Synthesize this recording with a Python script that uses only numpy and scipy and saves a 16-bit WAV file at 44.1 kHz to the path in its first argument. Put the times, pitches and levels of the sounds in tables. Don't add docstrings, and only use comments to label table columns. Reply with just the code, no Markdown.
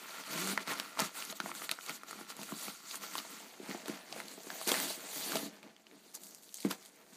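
import sys
import numpy as np
from scipy import signal
from scipy.fft import rfft, irfft
from scipy.io import wavfile
from scipy.ndimage import uniform_filter1d

SR = 44100
rng = np.random.default_rng(int(sys.argv[2]) if len(sys.argv) > 2 else 0)


def dump_mix(stems):
    frames = np.atleast_2d(stems).T
    limited = np.clip(frames, -1, 1)
    pcm = np.round(limited * 32767).astype(np.int16)
    wavfile.write(sys.argv[1], SR, pcm)


def voltage_ratio(level):
    return 10 ** (np.asarray(level, float) / 20)


N = 315932

# peak time in seconds, rise in seconds,
# fall in seconds, surface hiss in dB, rustle of the sheet above that hiss in dB.
STROKES = [(.21, 0.59, 0.019, -53, 3), (.41, .2, 0.091, -43, 0.5), (.51, 0.12, 0.056, -40.5, -3.5),
           (.61, .04, 0.046, -54.5, 6.5), (.677, 0.0054, 0.056, -49, 4.5), (.715, 0.044, .03, -44, 7),
           (.76, 0.043, 0.24, -51.5, 2.5), (1.004, 0.03, 0.08, -43.5, 3),
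           (1.065, 0.076, 0.024, -45.5, -4.5), (1.15, 0.0092, 0.06, -54.5, 4.5),
           (1.195, 0.054, 0.087, -44, -5), (1.311, 0.094, 0.022, -47.5, -5), (1.37, .03, 0.015, -50, -12),
           (1.482, 0.098, 0.067, -49.5, -2.5), (1.561, 0.03, 0.12, -47.5, -8.5),
           (1.645, 0.064, 0.032, -46.5, -3), (1.713, 0.01, 0.059, -49, 0), (1.84, 0.054, 0.071, -52.5, -13),
           (1.9, 0.041, 0.029, -52.5, 7), (1.96, 0.14, 0.025, -49, -9), (2.09, 0.03, 0.15, -53, -3.5),
           (2.2, 0.077, 0.053, -56.5, 0.5), (2.303, 0.024, 0.033, -46.5, -4), (2.42, 0.076, 0.1, -50, -8),
           (2.49, 0.034, .1, -55, 1), (2.644, 0.16, 0.12, -44.5, -8), (2.965, 0.15, 0.03, -47, -7),
           (3.039, 0.035, 0.041, -46, -2.5), (3.178, 0.15, 0.1, -47.5, -4.5),
           (3.312, 0.098, 0.32, -53.5, -2.5), (3.7, 0.072, 0.16, -54, 5), (3.881, 0.036, 0.16, -53.5, 4),
           (4.18, 0.11, 0.1, -52.5, 1.5), (4.313, 0.053, 0.052, -53.5, -2), (4.53, 0.085, 0.34, -60, 7),
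           (4.687, 0.017, 0.01, -33, -3), (4.7, 0.023, 0.23, -39.5, 0), (4.9, 0.42, 0.084, -40.5, -25),
           (5.04, 0.097, 0.11, -59.5, 7), (5.17, 0.15, 0.14, -43, -9), (5.27, 0.17, 0.12, -42.5, -13.5),
           (5.37, 0.18, 0.088, -43, -3), (5.46, 0.17, 0.039, -50, -7.5), (5.634, 0.013, 0.11, -70, 9),
           (6.06, 0.24, 0.33, -64, -12), (6.146, 0.0089, 0.032, -46, -14.5),
           (6.246, 0.066, 0.22, -53.5, -15.5), (6.43, 0.019, 0.49, -59.5, -21),
           (6.55, .01, 0.091, -51.5, -19), (6.62, 0.056, 0.039, -50, -15),
           (6.654, 0.013, 0.041, -51.5, 4.5), (6.711, 0.019, 0.045, -43, -3.5),
           (6.854, 0.19, 0.074, -58.5, -7.5), (7.014, 0.13, 0.049, -65, 0.5), (7.16, 0.14, .12, -61, -6.5)]
# time in seconds, basic rumble of the padded body in dB.
PRESSURE = [(0, -59.5), (.16, -65.5), (.3, -52.5), (.52, -50), (.64, -58), (1.41, -63.5), (1.54, -52),
            (1.65, -65), (1.87, -62.5), (2.55, -56.5), (2.69, -61), (3.65, -60), (4.49, -62), (4.85, -48),
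            (4.98, -62), (5.18, -57.5), (5.34, -43.5), (5.5, -60), (5.9, -66), (7.16, -66)]
# resonance in Hz, width in Hz, relative strength in dB.
LYING_SHEET = [(674, 530, 6.5), (1530, 1040, 0), (2020, 270, -5)]
# resonance in Hz, width in Hz, relative strength in dB.
HELD_SHEET = [(1187, 330, 5.5), (1380, 123, 11.5), (1980, 750, 6)]
# resonance in Hz, width in Hz, relative strength in dB.
POUCH = [(239.5, 136, 12), (291, 100, -2)]
# frequency in Hz, relative level in dB.
HISS_COLOUR = [(1180, -49), (2000, -11.5), (2870, -2), (4550, 2), (5180, -3), (6640, 3), (12600, -4),
               (14700, 1.5), (15500, -19)]
# time in seconds, average ribs a second, average level in dB.
RIBS = [(0.27, 134, -55), (0.378, 163, -47), (0.442, 191, -45), (0.56, 204, -51)]
# start in seconds, main ring in Hz, then the peaks of ring,
# crack and sizzle in dB.
SNAPS = [(0.474, 1450, -27.5, -33, -21.5), (0.576, 1000, -20.5, -24, -32), (0.577, 1930, -17.5, -28, -38),
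         (0.799, 1560, -25.5, -17, -19.5), (0.973, 1110, -29.5, -67, -60), (0.989, 930, -25.5, -44, -47),
         (0.992, 1320, -23.5, -19, -20.5), (0.998, 940, -23.5, -17.5, -40), (1.003, 1367, -30, -32, -13.5),
         (1.02, 1230, -24.5, -21.5, -24), (1.224, 2720, -29, -31, -49), (1.251, 1250, -64, -52, -27.5),
         (1.3, 2500, -43, -28, -39), (1.326, 930, -33, -32, -40), (1.402, 1430, -20.5, -23.5, -32),
         (1.46, 1000, -26.5, -58, -37), (1.493, 1050, -36, -53, -59), (1.516, 1260, -27.5, -68, -67),
         (1.551, 1390, -37, -30.5, -28), (1.62, 1320, -31, -45, -49), (1.693, 1900, -23.5, -20, -27),
         (1.714, 4170, -18.5, -17, -13.5), (1.72, 930, -31.5, -36, -27), (1.788, 1410, -31.5, -43, -51),
         (1.81, 1380, -56, -36, -47), (1.863, 1260, -46, -32, -28), (1.895, 2250, -26, -39, -27),
         (2.034, 1300, -35, -43, -37), (2.088, 900, -46, -45, -53), (2.11, 1380, -32, -52, -31),
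         (2.13, 1310, -34, -43, -40), (2.19, 1280, -38, -67, -54), (2.212, 1340, -37, -53, -54),
         (2.302, 1280, -37, -33.5, -47), (2.367, 2520, -47, -43, -31), (2.392, 920, -36, -43, -49),
         (2.415, 1090, -38.5, -35, -51), (2.432, 2600, -30, -35, -27), (2.491, 1420, -37, -44, -47),
         (2.521, 1060, -31.5, -39, -33), (2.682, 1260, -29, -59, -49), (2.911, 1110, -46, -30, -61),
         (2.944, 1160, -32, -58, -41), (2.956, 1340, -41, -32.5, -23), (3.154, 1070, -27.5, -28, -28),
         (3.181, 1220, -31.5, -27, -43), (3.188, 1340, -43, -25, -36), (3.2, 1210, -35, -43, -44),
         (3.25, 990, -35, -45, -53), (3.712, 2010, -29, -52, -56), (3.747, 740, -33, -60, -55),
         (3.8589, 630, -38, -31.5, -36), (3.882, 1450, -30, -36, -26), (4.126, 720, -37, -27, -46),
         (4.163, 744, -34.5, -42, -37), (4.202, 2050, -27, -39, -33), (4.203, 730, -38, -48, -56),
         (4.283, 4600, -35, -42, -32), (4.378, 636, -39.5, -58, -65), (4.404, 670, -46, -41, -50),
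         (4.434, 2600, -71, -58, -38), (4.469, 745, -38, -73, -68), (4.503, 1640, -26.5, -31, -51),
         (4.614, 1110, -33, -35, -30.5), (4.676, 1030, -38, -26, -15), (4.6914, 2110, -19, -16.5, -15),
         (4.7167, 3400, -19, -22, -19), (4.718, 740, -21.5, -16, -16), (4.742, 1880, -22, -45, -40),
         (4.801, 1900, -27, -54, -18.5), (4.904, 607, -33.5, -44, -53), (5.007, 2000, -46, -35, -34),
         (5.32, 1530, -27.5, -30, -27), (5.333, 1120, -30, -37, -37), (5.356, 640, -24, -20.5, -30),
         (5.369, 1220, -33, -27, -32), (5.63, 2370, -38.5, -49, -42), (5.765, 3270, -42, -48, -51),
         (5.868, 2920, -41, -46, -57), (5.913, 3740, -43.5, -54, -61), (6.152, 1220, -52, -46, -25),
         (6.173, 864, -46, -49, -45), (6.235, 3910, -44, -44, -34), (6.268, 4400, -47, -46, -35),
         (6.348, 3880, -59, -42, -30.5), (6.434, 3750, -61, -48, -38), (6.492, 4600, -57, -43, -44),
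         (6.526, 3100, -62, -48, -41), (6.543, 4660, -49, -42, -23), (6.585, 2660, -48, -39, -39),
         (6.604, 4550, -34, -40, -28), (6.629, 2800, -47, -37, -46), (6.649, 1100, -26.5, -39, -53),
         (6.709, 1050, -29, -40, -42), (6.711, 5170, -24, -35, -22), (6.714, 1390, -30, -24.5, -31),
         (6.86, 3970, -73, -41, -36)]
# start in seconds, peak in dB, main ring in Hz.
THUMPS = [(0.676, -39, 256), (1.018, -27, 225), (1.402, -38.5, 328), (1.438, -41, 220), (1.9, -38.5, 248),
          (2.211, -42, 320), (2.391, -39.5, 210), (2.523, -31, 247), (2.683, -39, 275), (3.197, -48, 370),
          (3.6, -36.5, 374), (3.629, -41, 294), (3.69, -32.5, 255), (3.706, -35.5, 305), (3.747, -34, 335),
          (3.882, -35, 398), (3.895, -29, 317), (4.378, -44, 395), (4.444, -47, 455), (4.469, -41, 397),
          (4.526, -43, 260), (4.672, -31, 344), (4.714, -30.5, 372), (4.976, -43, 347), (5.164, -44, 286),
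          (5.307, -45, 268), (5.348, -34, 266), (5.43, -34, 285), (5.459, -36.5, 295), (5.479, -41, 284),
          (6.649, -19, 297), (6.664, -26.5, 283), (6.68, -32, 280), (6.712, -36, 290)]
# frequency in Hz, relative level in dB.
HUSH_COLOUR = [(24, -50), (40, 71), (235, 29), (496, -5), (1820, -10.5), (3840, -3.5), (5170, -31),
               (6480, -13.5), (13300, -46), (15500, 30)]
# frequency in Hz, time to fall 60 dB in seconds.
ROOM_DECAY = [(250, 0.2), (1000, 0.12), (8000, 0.042)]
# centre in Hz, width in Hz, gain in dB.
PORT = [(4770, 1280, 3), (5070, 290, -5.5)]

HUSH_DB, ROOM_DB = -68, -15.5
LAID_DOWN_S = 3.4
BOOK_S = 6.1
EDGE_DB, ROUND = 13.5, 1.26
STOP_DB = 17
FOLLOW = 0.92
REST_DB, REST_RUSTLE_DB = -65.5, 3.5
LET_GO_S, LET_GO_DB = 5.55, -9


def decay(t, t60):
    return voltage_ratio(-60 * t / t60)


def evened(x):
    return x / np.sqrt(np.mean(x ** 2) + 1e-20)


def add(mix, s, sound):
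    part = mix[round(s * SR):][:len(sound)]
    part += sound[:len(part)]


def coloured(x, points):
    hz, db = np.transpose(points)
    bins = np.fft.rfftfreq(len(x), 1 / SR)
    gain = voltage_ratio(np.interp(np.log(bins + 1), np.log(hz + 1), db))
    return evened(irfft(rfft(x) * gain, len(x)))


def butter(x, order, hz, kind):
    return signal.sosfilt(signal.butter(order, hz, kind, fs=SR, output="sos"), x)


def resonate(x, hz, width):
    return signal.lfilter(*signal.iirpeak(hz, hz / width, SR), x)


def ringing(drive, resonances):
    return evened(sum(voltage_ratio(db) * resonate(drive, hz, width) for hz, width, db in resonances))


def wander(size):
    return evened(uniform_filter1d(rng.standard_normal(N), size=size))


def hush():
    return voltage_ratio(HUSH_DB) * coloured(rng.standard_normal(N), HUSH_COLOUR)


def strokes():
    t = np.arange(0, N / SR + .002, .001)
    s, rise, fall, hiss_db, above_db = np.transpose(STROKES)[:, :, None]
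    away = np.where(t < s, (s - t) / np.maximum(rise, .004), (t - s) / np.maximum(fall, .004))
    swell_db = hiss_db - EDGE_DB * away ** ROUND - STOP_DB * np.maximum(away - 1, 0) ** 2
    rest_db = REST_DB + LET_GO_DB * np.clip((t - LET_GO_S) / 0.11, 0, 1)
    hiss = voltage_ratio(rest_db) ** 2 + (voltage_ratio(swell_db) ** 2).sum(0)
    rustle = voltage_ratio(rest_db + REST_RUSTLE_DB) ** 2 + (voltage_ratio(swell_db + above_db) ** 2).sum(0)
    return [np.interp(np.arange(N) / SR, t, 10 * np.log10(power)) for power in (hiss, rustle)]


def slips(per_s, spread_db, smooth):
    clumps = voltage_ratio(4 * wander(500))
    size = voltage_ratio(spread_db * np.minimum(rng.exponential(1, N), 4)) * rng.choice([-1., 1.], N)
    clicks = evened(size * (rng.random(N) < per_s * clumps / SR))
    return smooth * rng.standard_normal(N) + clicks


def patchy(x, spread_db):
    z = signal.stft(x, nperseg=256)[2]
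    luck = rng.standard_normal(z.shape)
    patches = evened(uniform_filter1d(uniform_filter1d(luck, size=12, axis=0), size=10, axis=1))
    return evened(signal.istft(z * voltage_ratio(spread_db * patches), nperseg=256)[1][:N])


def surface_hiss(level_db):
    t = np.arange(N) / SR
    paper = coloured(slips(per_s=2000, spread_db=3.5, smooth=1.8), HISS_COLOUR)
    sticky = coloured(slips(per_s=400, spread_db=3.5, smooth=1.3), HISS_COLOUR)
    glossy = butter(sticky, 3, 4000, "high")
    hiss = patchy(np.where(t < BOOK_S, paper, glossy), spread_db=2.5)
    top = butter(hiss, 2, 7500, "high")
    brightness = voltage_ratio(0.12 * (level_db + 49.5))
    return hiss + (brightness - 1) * top


def crinkles(count=24, per_s=530, cycles=9):
    t, out = np.arange(SR // 30) / SR, np.zeros(N)
    size = voltage_ratio(4 * np.minimum(rng.exponential(1, N), 3)) * (rng.random(N) < per_s / SR)
    patch = rng.integers(0, count, N)
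    for k, hz in enumerate(np.geomspace(600, 7000, count)):
        pop = np.sin(2 * np.pi * hz * t) * decay(t, cycles / hz)
        out += signal.oaconvolve(size * (patch == k), evened(pop))[:N]
    return evened(out)


def sheet_rustle():
    drive = slips(per_s=500, spread_db=4.0, smooth=1.21)
    held, lying = ringing(drive, HELD_SHEET), ringing(drive, LYING_SHEET)
    sheet = np.where(np.arange(N) / SR < LAID_DOWN_S, held, lying)
    return sheet + voltage_ratio(-4.0) * crinkles()


def pouch_rumble():
    drive = slips(per_s=200, spread_db=2.5, smooth=1.33)
    return ringing(drive, POUCH) * voltage_ratio(3.1 * wander(2500))


def rubbing():
    level_db, rustle_db = strokes()
    stroke = voltage_ratio(level_db) * surface_hiss(level_db) + voltage_ratio(rustle_db) * sheet_rustle()
    swings_db = rustle_db - uniform_filter1d(rustle_db, size=SR // 3)
    press_db = np.interp(np.arange(N) / SR, *np.transpose(PRESSURE))
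    return stroke + voltage_ratio(press_db + FOLLOW * swings_db) * pouch_rumble()


def room(x):
    taps = np.zeros(SR // 2)
    at = np.arange(160, len(taps) - 22, 22)
    taps[at + rng.integers(0, 22, len(at))] = rng.choice([-1., 1.], len(at))
    hz, t, z = signal.stft(taps, SR, nperseg=256)
    known_hz, known_t60 = np.transpose(ROOM_DECAY)
    t60 = np.interp(np.log(hz + 1), np.log(known_hz), known_t60)
    tail = signal.istft(z * decay(t, t60[:, None]), SR, nperseg=256)[1]
    return signal.fftconvolve(x, tail / np.linalg.norm(tail))[:N]


def ribs():
    s, per_s, level_db = np.transpose(RIBS)
    t = np.arange(s[0], s[-1], 1 / SR)
    waver = evened(uniform_filter1d(rng.standard_normal((2, len(t))), size=400))
    turns = np.cumsum(np.interp(t, s, per_s) * (1 + 0.027 * waver[0])) / SR
    hum = np.sin(2 * np.pi * turns) + 0.64 * np.sin(4 * np.pi * turns)
    level = voltage_ratio(np.interp(t, s, level_db) + 1.4 * waver[1])
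    return s[0], level * evened(hum) * signal.windows.tukey(len(t), .3)


def snap(hz, ring_db, crack_db, sizzle_db, luck, cycles=13, crack_t60=0.011):
    t = np.arange(len(luck)) / SR
    detune = 1 + 0.057 * luck[:4, None] * [[0], [1], [1], [1]]
    modes = hz * np.array([[1.], [1.4], [1.9], [.7]]) * detune
    heights = voltage_ratio(np.array([[0.], [-8], [-11], [-12]]) + 5.2 * luck[4:8, None])
    ring = (heights * np.sin(2 * np.pi * modes * t) * decay(t, cycles / modes)).sum(0)
    ring = ring * (1 - np.exp(-t * hz / 0.25))
    out = voltage_ratio(ring_db) * ring / abs(ring).max()
    burst = luck * decay(t, crack_t60) + 7 * (t == 0)
    for band_hz, db in (([2300, 5600], crack_db), ([4600, 11800], sizzle_db)):
        part = butter(burst, 2, band_hz, "band")
        out = out + voltage_ratio(db) * part / abs(part).max()
    return out


def thump(peak_db, hz):
    t = np.arange(SR // 3) / SR
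    modes = ((1, 1), (0.27, 1.37), (0.58, 0.776))
    ring = sum(height * np.sin(2 * np.pi * ratio * hz * t) for height, ratio in modes)
    ring = ring * decay(t, t60=.03) * (1 - np.exp(-t / 0.0023))
    return voltage_ratio(peak_db) * ring / abs(ring).max()


def scene():
    near = rubbing()
    add(near, *ribs())
    for (s, *row), luck in zip(SNAPS, rng.standard_normal((len(SNAPS), SR // 20))):
        add(near, s, snap(*row, luck))
    for s, *row in THUMPS:
        add(near, s, thump(*row))
    mono = near + voltage_ratio(ROOM_DB) * room(near) + hush()
    return np.tile(mono, (2, 1))


def low_pass(x):
    return signal.sosfilt(signal.butter(12, 16480, fs=SR, output="sos"), x)


def record(dry):
    lean = butter(dry, 5, 170, "high")
    lean = lean + voltage_ratio(-20) * resonate(dry, 105, 50) + voltage_ratio(-33) * dry
    bright = lean + sum((voltage_ratio(db) - 1) * resonate(lean, hz, width) for hz, width, db in PORT)
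    edged = signal.sosfilt(signal.cheby2(10, 40, 15600, fs=SR, output="sos"), bright)
    return low_pass(edged)


dry = scene()
out = record(dry)
dump_mix(out)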